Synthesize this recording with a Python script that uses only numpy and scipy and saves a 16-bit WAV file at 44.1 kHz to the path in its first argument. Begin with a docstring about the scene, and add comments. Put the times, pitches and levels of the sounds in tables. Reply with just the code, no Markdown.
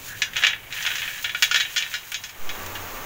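"""Roasted peanuts are rubbed between two palms over a steel plate in a small kitchen.
From the start the dry skins crackle, and nuts slide and jostle on the steel. Single nuts drop and
make the loaded plate ring briefly, muted at first, more openly once the hands lift.
Towards the end the rubbing gives way to the faint, steady sizzle of a pan on the stove,
and a last few nuts fall."""
import sys
import numpy as np
from scipy import signal
from scipy.fft import rfft, irfft
from scipy.io import wavfile

SR = 44100
rng = np.random.default_rng(int(sys.argv[2]) if len(sys.argv) > 2 else 0)


def generate_wav(signal):
    """Clip the signal to [-1, 1] and save it as 16-bit WAV at the path in sys.argv[1]."""
    frames = np.transpose(np.atleast_2d(signal))
    scaled = np.clip(frames, -1, 1) * 32767
    pcm = np.round(scaled).astype(np.int16)
    wavfile.write(sys.argv[1], SR, pcm)


N = 134505

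# Colour of the kitchen's room tone: frequency_hz, relative_db
ROOM_TONE_EQ = [(25, 11), (65, 5), (100, 12.5), (150, 6.5), (240, 0), (2500, -2.5), (5500, -26),
                (9200, -15.5), (10500, -18.5), (13300, -9.5), (15500, -6)]
# Fader ride of the crackling skins: time_s, level_db
SKIN_FADER = [(0, -43), (.09, -32.5), (.14, -45), (.19, -37.5), (.3, -51.5), (.39, -34.5), (.55, -53),
              (.69, -47), (.76, -34.5), (.95, -34.5), (1.31, -37.5), (1.58, -34.5), (1.92, -36.5),
              (2.32, -44)]
# Colour of the skins: frequency_hz, relative_db
SKIN_EQ = [(500, -24), (1700, -2), (3700, 2.5), (5200, -2), (6800, 4.5), (8300, -6.5), (13000, -5.5),
           (15400, 4)]
# Skins that snap open: start_s, level_db, t60_s
SKIN_SNAPS = [(1.226, -29.5, 0.14), (1.4238, -19, .15), (2.118, -26, 0.054), (2.662, -28.5, 0.06)]
# Strongest modes of the plate: pitch_hz, relative_db
STRONG_MODES = [(1545, 1), (1711, 4), (1804, 5.5), (1903, 3), (2320, 7), (2545, 4), (2825, 7.5), (3030, 5),
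                (3327, 6.5), (3420, 5), (3863, 4), (4005, -1), (6550, -1)]
# Contour of its crowded weaker modes: frequency_hz, relative_db
WEAK_MODE_CONTOUR = [(2000, 1), (3500, 3.5), (4800, -1), (6900, -6), (8300, -24), (15500, -27)]
# Colour of a nut on steel: frequency_hz, relative_db
KNOCK_EQ = [(150, -50), (500, -16.5), (1150, -11), (1600, 0), (3200, -0.5), (4700, -12.5), (6800, -4.5),
            (8300, -27), (15500, -33)]
# How hard the nuts are stirred: time_s, level_db
JOSTLE_FADER = [(0, -54), (.32, -47), (.39, -25), (.5, -35.5), (.63, -49), (.7, -49), (.79, -31),
                (.88, -32), (1.06, -35.5), (1.3, -42), (1.62, -34), (1.72, -42), (1.86, -38), (2.06, -50)]
# Nuts sliding on the steel: start_s, length_s, pitch_hz, level_db
NUT_SLIDES = [(.05, .14, 1660, -42), (.245, .06, 1600, -41), (.99, .24, 1720, -43)]
# Nuts striking the plate: start_s, level_db, treble_db, low_ring_db (optional)
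NUT_DROPS = [(0.2198, -2, -15.5), (0.3345, -19, -24), (0.3669, -8, -14), (0.4225, -10, -24),
             (0.4368, 1.5, -26), (0.448, -1, -25), (0.468, 0, -18), (0.4975, -11, -35), (0.5326, -11, -40),
             (0.7253, -13, -18), (0.8255, -17, -8), (0.864, -6.5, -19, -17), (0.9562, -12.5, -13),
             (0.9835, -14, -16), (1.0196, -11, -30), (1.0295, -12.5, -35), (1.078, -12, -35, -17),
             (1.1802, -20, -22), (1.2438, -8.5, -22, -16), (1.295, -16, -22), (1.3475, -12.5, -27, -3),
             (1.4242, 1, -16.5, -22), (1.5125, -7.5, -16, -3.5), (1.5446, -3.5, -19, -10.5),
             (1.5602, -3, -17), (1.6005, -9, -16), (1.6065, -9.5, -17), (1.7625, -8, -17, -9.5),
             (1.7695, -11.5, -12), (1.779, -11, -8.5), (1.8245, -12.5, -21), (1.9398, -13, -15, -7),
             (1.9505, -16, -17), (2.1198, -17, -35, -13), (2.1435, -12.5, -12), (2.238, -20, -9, -14),
             (2.2925, -27, -10), (2.492, -15.5, -19, -13), (2.754, -19, -22)]
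# Colour of the stove's rush: frequency_hz, relative_db
STOVE_EQ = [(28, 10), (55, -9), (200, -5.5), (400, -2), (1250, -1.5), (2200, -7.5), (6000, -28)]
# Steady tones of the stove: pitch_hz, width_hz, level_db
STOVE_HUM = [(90.4, 5.1, -46), (1157, 9.4, -48.5)]
# Colour of the pan's sizzle: frequency_hz, relative_db
SIZZLE_EQ = [(800, -5), (2500, 3), (5000, -3), (6700, 4), (8800, -13), (13000, -3.5), (15400, 8.5)]

HANDS_LIFT_S, MUTED_DB = 1.2, -4.5  # the hands mute early drops; the jostling stays muted throughout
NEUTRAL_TREBLE_DB, NEUTRAL_LOW_DB = -15, -30  # a knock at these settings keeps KNOCK_EQ as it is


def amp(db):
    """Decibels to gain."""
    return 10 ** (np.asarray(db) / 20)


def unit_rms(x):
    """Scales to an rms of one."""
    return x / np.sqrt(np.mean(x ** 2) + 1e-20)


def fader(points):
    """Gain over time from (time_s, level_db) points."""
    return amp(np.interp(np.arange(N) / SR, *np.transpose(points)))


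def add(mix, start_s, sound):
    """Mixes a sound in at a given time."""
    part = mix[max(round(start_s * SR), 0):][:len(sound)]
    part += sound[:len(part)]


def eq(x, points):
    """Minimum-phase filter of unit energy, shaped by (frequency_hz, relative_db) points."""
    point_hz, db = np.transpose(points)
    hz = abs(np.fft.fftfreq(4096, 1 / SR))
    log_gain = np.log(amp(np.interp(np.log(hz + 1), np.log(point_hz), db)))
    taps = np.fft.ifft(np.exp(np.conj(signal.hilbert(log_gain)))).real[:len(hz) // 2]
    return signal.fftconvolve(x, taps / np.linalg.norm(taps))[:len(x)]


def decay(t60_s):
    """Half a second of exponential decay."""
    return np.exp(-np.log(1000) * np.arange(SR // 2) / SR / t60_s)


def wash(t60_s):
    """Countless dying resonances blur into a noise tail of unit energy."""
    tail = rng.standard_normal(SR // 2) * decay(t60_s)
    return tail / np.linalg.norm(tail)


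def grains(per_s, spread_db):
    """Random clicks, most small and a few larger."""
    size = amp(spread_db * np.minimum(rng.exponential(1, N), 4))
    return size * rng.choice([-1, 1], N) * (rng.random(N) < per_s / SR)


def room_tone(level_db=-42.5, crossover_hz=720, fade_db_per_s=3.5):
    """A bed of faint hiss over a low rumble that slowly fades."""
    noise = amp(level_db) * eq(rng.standard_normal(N), ROOM_TONE_EQ)
    rumble = signal.sosfiltfilt(signal.butter(2, crossover_hz, fs=SR, output="sos"), noise)
    hiss = noise - rumble
    return hiss + rumble * amp(-fade_db_per_s * np.arange(N) / SR)


def crackling_skins(first_turn_s=1.315, stroke_s=.172, dip_db=-6):
    """Papery skins crumble between the palms, dipping as the rub turns; now and then one snaps."""
    crackle = unit_rms(grains(per_s=2500, spread_db=.5))
    strokes = np.maximum((np.arange(N) / SR - first_turn_s) / stroke_s, -.5)
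    turn_dips = amp(dip_db * np.cos(np.pi * strokes) ** 2)
    out = fader(SKIN_FADER) * turn_dips * crackle
    for start_s, level_db, t60_s in SKIN_SNAPS:
        add(out, start_s, amp(level_db) * decay(t60_s) * rng.standard_normal(SR // 2))
    return eq(out, SKIN_EQ)


def plate_ring(pitch_hz, t60_s, low_cut_hz=1010):
    """One dying mode, with nothing below its low cut."""
    swing = np.sin(2 * np.pi * pitch_hz * np.arange(SR // 4) / SR) * decay(t60_s)[:SR // 4]
    return signal.lfilter(*signal.butter(2, low_cut_hz, "high", fs=SR), swing)


def steel_plate(weak_count=80, trim_db=-21.7):
    """Pitches and rings of the strong modes and of the weaker ones among and above them."""
    contour_hz, contour_db = np.transpose(WEAK_MODE_CONTOUR)
    spacing = (np.arange(weak_count) + rng.random(weak_count)) / weak_count
    weak_hz = contour_hz[0] + np.ptp(contour_hz) * spacing
    modes = list(STRONG_MODES) + list(zip(weak_hz, np.interp(weak_hz, contour_hz, contour_db)))
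    rings = [amp(trim_db + db) * plate_ring(hz, t60_s=.12) for hz, db in modes]
    return np.array([hz for hz, db in modes]), np.array(rings)


def contact_ticks(rebounds=3, gap_s=.0035, first_db=7, step_db=-8, low_cut_hz=1100):
    """A nut's first touch and its quick, ever weaker rebounds: light ticks with no body."""
    ticks = np.zeros(SR // 2)
    times = np.cumsum(np.r_[0, gap_s * (.5 + rng.random(rebounds))])
    for bounce, start_s in enumerate(times):
        add(ticks, start_s, amp([first_db + bounce * step_db]))
    return signal.lfilter(*signal.butter(4, low_cut_hz, "high", fs=SR), ticks)


def nut_knock(plate, mute_db, treble_db, low_ring_db=NEUTRAL_LOW_DB, attack_s=.00067, scatter_db=11):
    """One nut on steel: a few ticks, a dense clatter and the plate's modes, weighted by where it lands."""
    def treble_shelf_db(hz):
        return (treble_db - NEUTRAL_TREBLE_DB) * np.interp(hz, [3000, 5500], [0, 1])

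    def body_shelf_db(hz):  # a nut that wakes the lowest ring also knocks with more body
        return .22 * (low_ring_db - NEUTRAL_LOW_DB) * np.interp(hz, [1000, 1600], [1, 0])

    tail = wash(t60_s=.1 * amp(mute_db / 2))  # the clatter dies sooner on a muted plate
    clatter = amp(4.5) * tail * np.minimum(np.arange(len(tail)) / SR / attack_s, 1)
    colour = [(hz, db + treble_shelf_db(hz) + body_shelf_db(hz)) for hz, db in KNOCK_EQ]
    out = eq(clatter + contact_ticks(), colour)
    mode_hz, rings = plate
    landing = rng.uniform(-1, 1, len(mode_hz))
    mode_gains = np.sign(landing) * amp(mute_db + treble_shelf_db(mode_hz) - scatter_db * abs(landing))
    add(out, 0, mode_gains @ rings)
    add(out, 0, amp(low_ring_db - 3) * plate_ring(pitch_hz=1446, t60_s=.08))
    return out


def jostling_nuts(plate, spots=12, knocks_per_s=260):
    """Many light, dull knocks, spread over several spots of the plate."""
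    out = np.zeros(N)
    for _ in range(spots):
        hits = grains(knocks_per_s / spots, spread_db=4.5)
        knock = nut_knock(plate, MUTED_DB, treble_db=-30, low_ring_db=-19)
        out += signal.oaconvolve(hits, knock)[:N]
    return fader(JOSTLE_FADER) * unit_rms(out)


def sliding_nuts(width_hz=280):
    """Nuts pushed across the steel: fine friction sings in a narrow band of the plate."""
    out = np.zeros(N)
    for start_s, length_s, pitch_hz, level_db in NUT_SLIDES:
        friction = rng.standard_normal(round(length_s * SR))
        band_hz = [pitch_hz - width_hz / 2, pitch_hz + width_hz / 2]
        scrape = signal.lfilter(*signal.butter(2, band_hz, "band", fs=SR), friction)
        add(out, start_s, amp(level_db) * unit_rms(scrape) * signal.windows.tukey(len(scrape)))
    return out


def falling_nuts(plate):
    """Single nuts slip from the hands onto the plate."""
    out = np.zeros(N)
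    for start_s, level_db, *tone in NUT_DROPS:
        mute_db = MUTED_DB if start_s < HANDS_LIFT_S else 0
        add(out, start_s, amp(level_db) * nut_knock(plate, mute_db, *tone))
    return out


def sizzling_pan(start_s=2.286, fade_in_s=.27, level_db=-35):
    """Tiny bubbles burst in the pan and merge into a fine sizzle."""
    bubbles = unit_rms(grains(per_s=6000, spread_db=.5))
    fade_in = np.clip((np.arange(N) / SR - start_s) / fade_in_s, 0, 1)
    return amp(level_db) * eq(bubbles, SIZZLE_EQ) * fade_in


def stove(start_s=2.307, fade_in_s=.26, rush_db=-37):
    """A soft rush fades in with a hum of two narrow noise bands."""
    hz = np.fft.rfftfreq(N, 1 / SR)
    out = amp(rush_db) * eq(rng.standard_normal(N), STOVE_EQ)
    for pitch_hz, width_hz, level_db in STOVE_HUM:
        peak = 1 / (1 + (2 * (hz - pitch_hz) / width_hz) ** 2)
        hum = irfft(rfft(rng.standard_normal(N)) * peak, N)
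        out += amp(level_db) * unit_rms(hum)
    fade_in = np.clip((np.arange(N) / SR - start_s) / fade_in_s, 0, 1)
    return out * fade_in


def subsonic_bump(start_s=2.388, rise_s=.064, peak_db=-22):
    """A slow, one-sided swell of the signal's baseline, below hearing."""
    rise = np.arange(SR // 2) / SR / rise_s
    out = np.zeros(N)
    add(out, start_s, amp(peak_db) * rise * np.exp((1 - rise ** 2) / 2))
    return out


def scene(reverb_db=-7.5):
    """Mono mix: nuts and skins in the kitchen's short reverb, everything else dry."""
    plate = steel_plate()
    nuts = falling_nuts(plate) + jostling_nuts(plate) + sliding_nuts() + crackling_skins()
    reverb = amp(reverb_db) * signal.fftconvolve(nuts, wash(t60_s=.19))[:N]
    return (nuts + reverb + stove() + sizzling_pan() + subsonic_bump() + room_tone())[None]


def record(dry):
    """Master chain: a hard clip just under full scale, then a steep high cut."""
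    high_cut = signal.firwin(511, cutoff=15760, window=("kaiser", 9), fs=SR)
    return signal.oaconvolve(np.clip(dry, -.9, .9), high_cut[None], "same")


dry = scene()
out = record(dry)
generate_wav(out)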